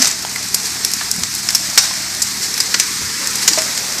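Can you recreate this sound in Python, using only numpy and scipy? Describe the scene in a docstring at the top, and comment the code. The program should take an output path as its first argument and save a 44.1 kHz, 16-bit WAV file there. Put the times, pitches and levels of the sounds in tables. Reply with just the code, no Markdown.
"""A felled tree is pulled through dry brush on a wooded slope while an engine runs some way off.
It begins with a thud, a volley of snapping twigs and a surge of hiss as the crown rubs the undergrowth.
The hiss then settles, stalks crackle, and limbs knock on wood and earth, ringing as damped modes.
Near 1.8 s and again near 3.5 s a twig breaks loudly enough to overload the microphone.
The trees answer each snap and knock with a short echo; toward the end the engine gains a little speed."""
import sys
import numpy as np
from scipy import signal
from scipy.fft import rfft, irfft
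from scipy.io import wavfile
from scipy.ndimage import uniform_filter1d

SR = 44100
rng = np.random.default_rng(int(sys.argv[2]) if len(sys.argv) > 2 else 0)


def store_pcm(level_fs):
    """Save levels as 16-bit WAV."""
    pcm = np.round(np.clip(level_fs, -1, 1) * 32767).astype(np.int16)
    wavfile.write(sys.argv[1], SR, np.atleast_2d(pcm).T)


N = 176400


def amp(db):
    """Amplitude ratio of a level: a factor of ten per 20 dB."""
    return 10 ** (np.asarray(db) / 20)


def unit(x):
    """Normalisation to an rms of 1."""
    return x / np.sqrt(np.mean(x ** 2) + 1e-20)


def spectrum_at(points, hz):
    """Interpolation of a spectrum on a logarithmic frequency axis."""
    f, value = np.transpose(points)
    return np.interp(np.log(hz + 1), np.log(f + 1), value)


def curve(points, t, column=1):
    """Linear interpolation of one table column in time."""
    rows = np.array(points)
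    return np.interp(t, rows[:, 0], rows[:, column])


def bell(hz, centre, octaves):
    """Gaussian band of height 1 on the octave scale."""
    return np.exp(-.5 * (np.log2((hz + 1) / centre) / octaves) ** 2)


def add(mix, start_s, sound):
    """Superposition of a sound on the mix from a given time."""
    part = mix[max(round(start_s * SR), 0):][:len(sound)]
    part += sound[:len(part)]


def colour(x, db_of, size=1024):
    """Minimum-phase filtering, with unit energy and the spectral shape db_of(frequency)."""
    log_gain = np.log(amp(db_of(abs(np.fft.fftfreq(size, 1 / SR)))))
    taps = np.fft.ifft(np.exp(np.conj(signal.hilbert(log_gain)))).real
    return signal.oaconvolve(x, taps / np.linalg.norm(taps))[:len(x)]


def white():
    """White noise: a flat spectral density of 0 dB per Hz."""
    return rng.standard_normal(N) * np.sqrt(SR / 2)


def engine():
    """Periodic firing gives a distant engine its exhaust harmonics and amplitude-modulates its rumble."""
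    # engine speed (time [s], firing rate [Hz])
    firing = [(0.0, 37.05), (2.92, 37.9), (4.0, 39.96)]
    # exhaust tones (multiple of the firing rate [1], level [dB])
    exhaust = [(2, -53), (3, -48), (4, -54.5), (5, -45), (6, -51.5)]
    # rumble spectrum (frequency [Hz], density [dB per Hz])
    rumble_spectrum = [(20, -90), (40, -78.5), (62, -70), (110, -67.5), (170, -66), (250, -63), (370, -69),
                       (600, -76), (3000, -115)]
    phase = 2 * np.pi * np.cumsum(curve(firing, np.arange(N) / SR)) / SR
    tones = sum(np.sqrt(2) * amp(db) * np.cos(k * phase + 2 * np.pi * rng.random()) for k, db in exhaust)
    cycle = phase / 3  # three cylinders, pulsing unevenly
    throb = unit(1 + 0.43 * np.cos(phase) + 0.29 * np.cos(2 * cycle))
    rumble_gain = amp(spectrum_at(rumble_spectrum, np.fft.rfftfreq(N, 1 / SR)))
    return tones + irfft(rfft(white() * throb) * rumble_gain, N)


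def woods_echo(x, build_s=0.016):
    """Multiple scattering from trunks and foliage: a diffuse echo builds up and decays exponentially."""
    # reverberation of the woods (frequency [Hz], time to fall 60 dB [s])
    t60 = [(200, 0.32), (1500, 0.42), (5500, 1), (9000, 0.75), (14000, 0.16)]
    hz, t, spectra = signal.stft(rng.standard_normal(SR), SR, nperseg=256)
    decay = amp(-60 * t / spectrum_at(t60, hz)[:, None])
    tail = signal.istft(spectra * decay * np.minimum(t / build_s, 1), SR, nperseg=256)[1]
    return signal.oaconvolve(x, tail / np.linalg.norm(tail))[:N]


def ground_reflection(x):
    """Destructive interference: the slope's reflection cancels a band that shifts as the listener moves."""
    # interference notch (time [s], frequency [Hz], gain at its centre [dB])
    notch = [(0, 500, -7), (.55, 560, -19), (1.4, 550, -19), (1.75, 440, -12), (2.2, 510, -18),
             (2.6, 620, -10), (2.93, 635, -24), (3.3, 680, -14), (3.7, 480, -3)]
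    hz, t, spectra = signal.stft(x, SR, nperseg=2048, noverlap=1536)
    wander = unit(uniform_filter1d(rng.standard_normal(len(t)), size=6))
    octaves = .15 * 1.5 ** np.clip(wander, -2, 2)  # the notch widens and narrows
    gain = amp(curve(notch, t, column=2) * bell(hz[:, None], curve(notch, t), octaves))
    return signal.istft(spectra * gain, SR, nperseg=2048, noverlap=1536)[1][:N]


def brush_hiss(patch_db=0.93, flicker_db=0.8):
    """Friction noise of the crown on leaves and grass: a patchy hiss that swells as boughs sweep through."""
    # base spectrum of the hiss (frequency [Hz], density [dB per Hz])
    hiss = [(100, -92), (300, -74), (520, -66.5), (800, -67.5), (1100, -67.5), (1500, -65), (1950, -62),
            (2450, -65), (3000, -70), (3600, -66.5), (4400, -60.5), (5300, -58.5), (6800, -62),
            (8300, -63.5), (9700, -73.5), (11000, -70.5), (12700, -75), (14500, -74)]
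    # how hard the crown drags (time [s], midrange gain [dB], treble gain [dB])
    drag = [(0, 6.5, 8.5), (.08, 4, 5), (.16, -2, -2.5), (.45, -1.5, -0.5), (.95, 0, 1), (1.2, -2, -0.5),
            (1.6, 0, 1.5), (1.87, 1.5, 1), (2.13, -0.5, -0.5), (2.4, -0.5, 1), (2.85, 2, 2), (3.13, 2, 1),
            (3.52, 3, 3.5), (4, 1.5, 1)]
    # boughs sweeping through leaves (time [s], half length [s], treble gain [dB])
    swishes = [(0.663, 0.016, 6.5), (1.835, 0.032, 5), (2.438, 0.02, 5), (3.431, 0.01, 6.5)]
    hz, t, spectra = signal.stft(white(), SR, nperseg=1024, noverlap=768)
    hz = hz[:, None]
    treble = np.clip(np.log2((hz + 1) / 2300), 0, 1)  # crossfade over the octave above 2300 Hz
    swish_db = sum(db * np.exp(-((t - s) / length) ** 2) for s, length, db in swishes)
    midrange_db = curve(drag, t) + swish_db / 2
    treble_db = curve(drag, t, column=2) + swish_db
    patches = uniform_filter1d(rng.standard_normal(spectra.shape), size=10, axis=0)
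    patches = unit(uniform_filter1d(patches, size=8, axis=1))
    db = spectrum_at(hiss, hz) + (1 - treble) * midrange_db + treble * treble_db
    db += patch_db * patches + flicker_db * rng.standard_normal(len(t))
    return signal.istft(spectra * amp(db), SR, nperseg=1024, noverlap=768)[1][:N]


def twig_spectrum(ring_hz, body_db, top_db):
    """Resonance colours a fracture: a narrow ring, a broad woody body and a shelf in the top treble."""
    # spectrum common to all breaking twigs (frequency [Hz], relative level [dB])
    crack = [(90, -54), (420, -17), (750, -16.5), (2000, -8), (3200, -10.5), (4300, -2.5), (5300, 2),
             (8200, -2.5), (9800, -14), (11200, -13.5), (12500, -17), (14500, -18.5)]
    return lambda f: (spectrum_at(crack, f)
                      + 6.5 * bell(f, ring_hz, octaves=0.064)
                      + body_db * bell(f, 1560, octaves=0.84)
                      + top_db / (1 + (9040 / (f + 1)) ** 10))


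def stalk_crackle(per_s=110, spread_db=3.6, decay_s=0.0027, kinds=12, size=600):
    """A Poisson process of tiny fractures: stalks and dry leaves break at random under the crown."""
    strength = amp(spread_db * np.minimum(rng.exponential(1, N), 3))
    impulses = strength * (rng.random(N) < per_s / SR)
    kind, crackle = rng.integers(0, kinds, N), np.zeros(N)
    for k, ring_hz in enumerate(np.geomspace(4300, 9000, kinds)):
        burst = rng.standard_normal(size) * np.exp(-np.arange(size) / SR / decay_s)
        tick = colour(burst, twig_spectrum(ring_hz, body_db=-2.3, top_db=5))
        crackle += signal.oaconvolve(impulses * (kind == k), tick)[:N]
    return amp(-27) * crackle


def limb_knocks(rise_cycles=0.72, size=10000):
    """Impact excitation: each blow rings one damped mode of a limb and rattles the bark around it."""
    # blows on wood and earth (time [s], level [dB], frequency [Hz], decay [s], relative rattle [dB])
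    knocks = [(0, -13.5, 255, 0.011, -20), (.249, -19, 830, 0.0028, 5), (.359, -11, 2030, 0.004, -14),
              (1.011, -20, 1180, 0.008, 1), (1.011, -19, 1710, 0.0088, -11), (1.181, -17, 181, 0.01, -11),
              (1.215, -26.5, 85, 0.025, -5), (1.235, -24, 1260, .003, -5), (1.7761, 6, 1580, 0.0014, -1),
              (1.910, -19, 1022, 0.0068, -5), (2.743, -12.5, 1430, 0.008, -6),
              (2.798, -13, 2320, 0.0067, -7), (3.015, -23.5, 187, 0.01, -4), (3.025, -28.5, 85, 0.038, -25),
              (3.479, -8, 1557, .003, -3), (3.511, -23.5, 320, .015, -11), (3.575, -13.5, 634, 0.02, -3)]
    t, mix = np.arange(size) / SR, np.zeros(N)
    for start_s, level_db, hz, decay_s, rattle_db in knocks:
        envelope = np.minimum(t * hz / rise_cycles, 1) * np.exp(-t / decay_s)
        mode = envelope * np.sin(2 * np.pi * hz * t)
        noise = envelope * rng.standard_normal(size)
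        rattle = colour(noise, lambda f: 35 * bell(f, 1.37 * hz, octaves=2.38))
        add(mix, start_s, amp(level_db) * (mode + amp(rattle_db) * rattle))
    return mix


def twig_snaps(rise_s=0.00013, fibre_s=.0005, fibre_db=3.2, size=6000):
    """Brittle fracture: fibres give way one after another in a ragged burst that nearby stems scatter."""
    # breaking twigs (time [s], level [dB], decay [s], ring [Hz], woody body [dB], top treble [dB])
    snaps = [(0.018, -4, 0.0015, 5600, -1, -4), (0.0211, 1.5, 0.0011, 5000, 3, 2),
             (0.0244, 2.5, 0.0024, 6160, 2, -4), (0.0455, -7, 0.0035, 6000, 0, -7),
             (0.056, -4, 0.0022, 6000, -3, -5), (0.0717, -7, 0.0018, 8250, 3, 1),
             (0.076, -8.5, 0.003, 8400, -3, 3), (0.1132, -9.5, 0.0018, 5570, -9, -8),
             (0.359, -16.5, 0.0039, 8000, 18, 12), (.445, -18, 0.0016, 5500, -11, 16),
             (0.5441, -0.5, 0.0039, 4800, -5, 14), (0.848, 1.5, 0.0016, 5440, 2.5, 12.5),
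             (0.916, -13, .002, 6000, -1, 14), (0.9362, -4, 0.0018, 5660, -11, 10),
             (1.114, -0.5, 0.0014, 5400, -20, 4), (1.235, -5.5, 0.0022, 5900, -0.5, -1),
             (1.3506, -11, 0.0026, 5600, -11, 9), (1.488, -6.5, 0.005, 5400, 7.5, -1),
             (1.5043, -10, 0.0036, 5450, 6, 8), (1.549, 0.5, 0.0039, 5430, -6, 8),
             (1.7763, 7.5, 0.0072, 5450, 4, 0), (2.2189, -5, .0015, 7150, -3, 0),
             (2.222, -6, 0.0055, 7400, -25, 6), (2.435, -19, 0.005, 5800, -6, -5),
             (2.5407, -11, 0.0028, 5500, -4, 2), (2.577, -13, 0.0059, 5530, 8, 13),
             (2.6024, -4, 0.0054, 4900, -4, 3), (2.7417, -4.5, 0.0063, 4400, 5.5, -11),
             (2.7978, -2.5, 0.0065, 6250, -1.5, 0), (3.272, -7.5, 0.0026, 5480, -13, 7),
             (3.355, -12, 0.0046, 6100, -10, 9), (3.4776, 5, 0.0073, 6900, 0.5, -1.5),
             (3.5325, -10, 0.0078, 4760, 1, -1), (3.585, -9, 0.0059, 5170, 5, 0),
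             (3.620, -5, 0.0011, 4420, 7, 11), (3.776, -11.5, 0.0028, 4900, 3, 6),
             (3.982, -14, .002, 5400, 5, -6)]
    t, mix = np.arange(size) / SR, np.zeros(N)
    scatter = amp(-17) * np.exp(-t / .012)
    for start_s, level_db, decay_s, ring_hz, body_db, top_db in snaps:
        noise, fibres = rng.standard_normal((2, size))
        ragged = amp(fibre_db * np.interp(t / fibre_s, np.arange(size), np.clip(fibres, -2, 2)))
        envelope = np.minimum(t / rise_s, 1) * (np.exp(-t / decay_s) + scatter)
        burst = colour(noise * ragged * envelope, twig_spectrum(ring_hz, body_db, top_db))
        burst *= np.linalg.norm(envelope) / np.linalg.norm(burst)
        add(mix, start_s, amp(level_db) * burst)
    return mix


def scene():
    """Mid-side stereo: the scene is nearly mono; the side channel holds only a faint quadrature copy of the
    snaps and knocks and a far fainter, independent hiss and engine."""
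    wood = twig_snaps() + limb_knocks()
    background = amp(-16) * woods_echo(wood) + stalk_crackle() + brush_hiss() + engine()
    mid = wood + ground_reflection(background)
    side = amp(-58) * (brush_hiss() + engine()) + amp(-32) * signal.hilbert(wood).imag
    return np.array([mid + side, mid - side])


def record(dry):
    """Overload and band limiting: the loudest snaps clip, then a low-pass removes the highest treble."""
    clip_level, cutoff_hz = .92, 14650
    low_pass = signal.firwin(401, cutoff_hz, window=("kaiser", 8), fs=SR)
    return signal.oaconvolve(np.clip(dry, -clip_level, clip_level), low_pass[None], "same")


dry = scene()
out = record(dry)
store_pcm(out)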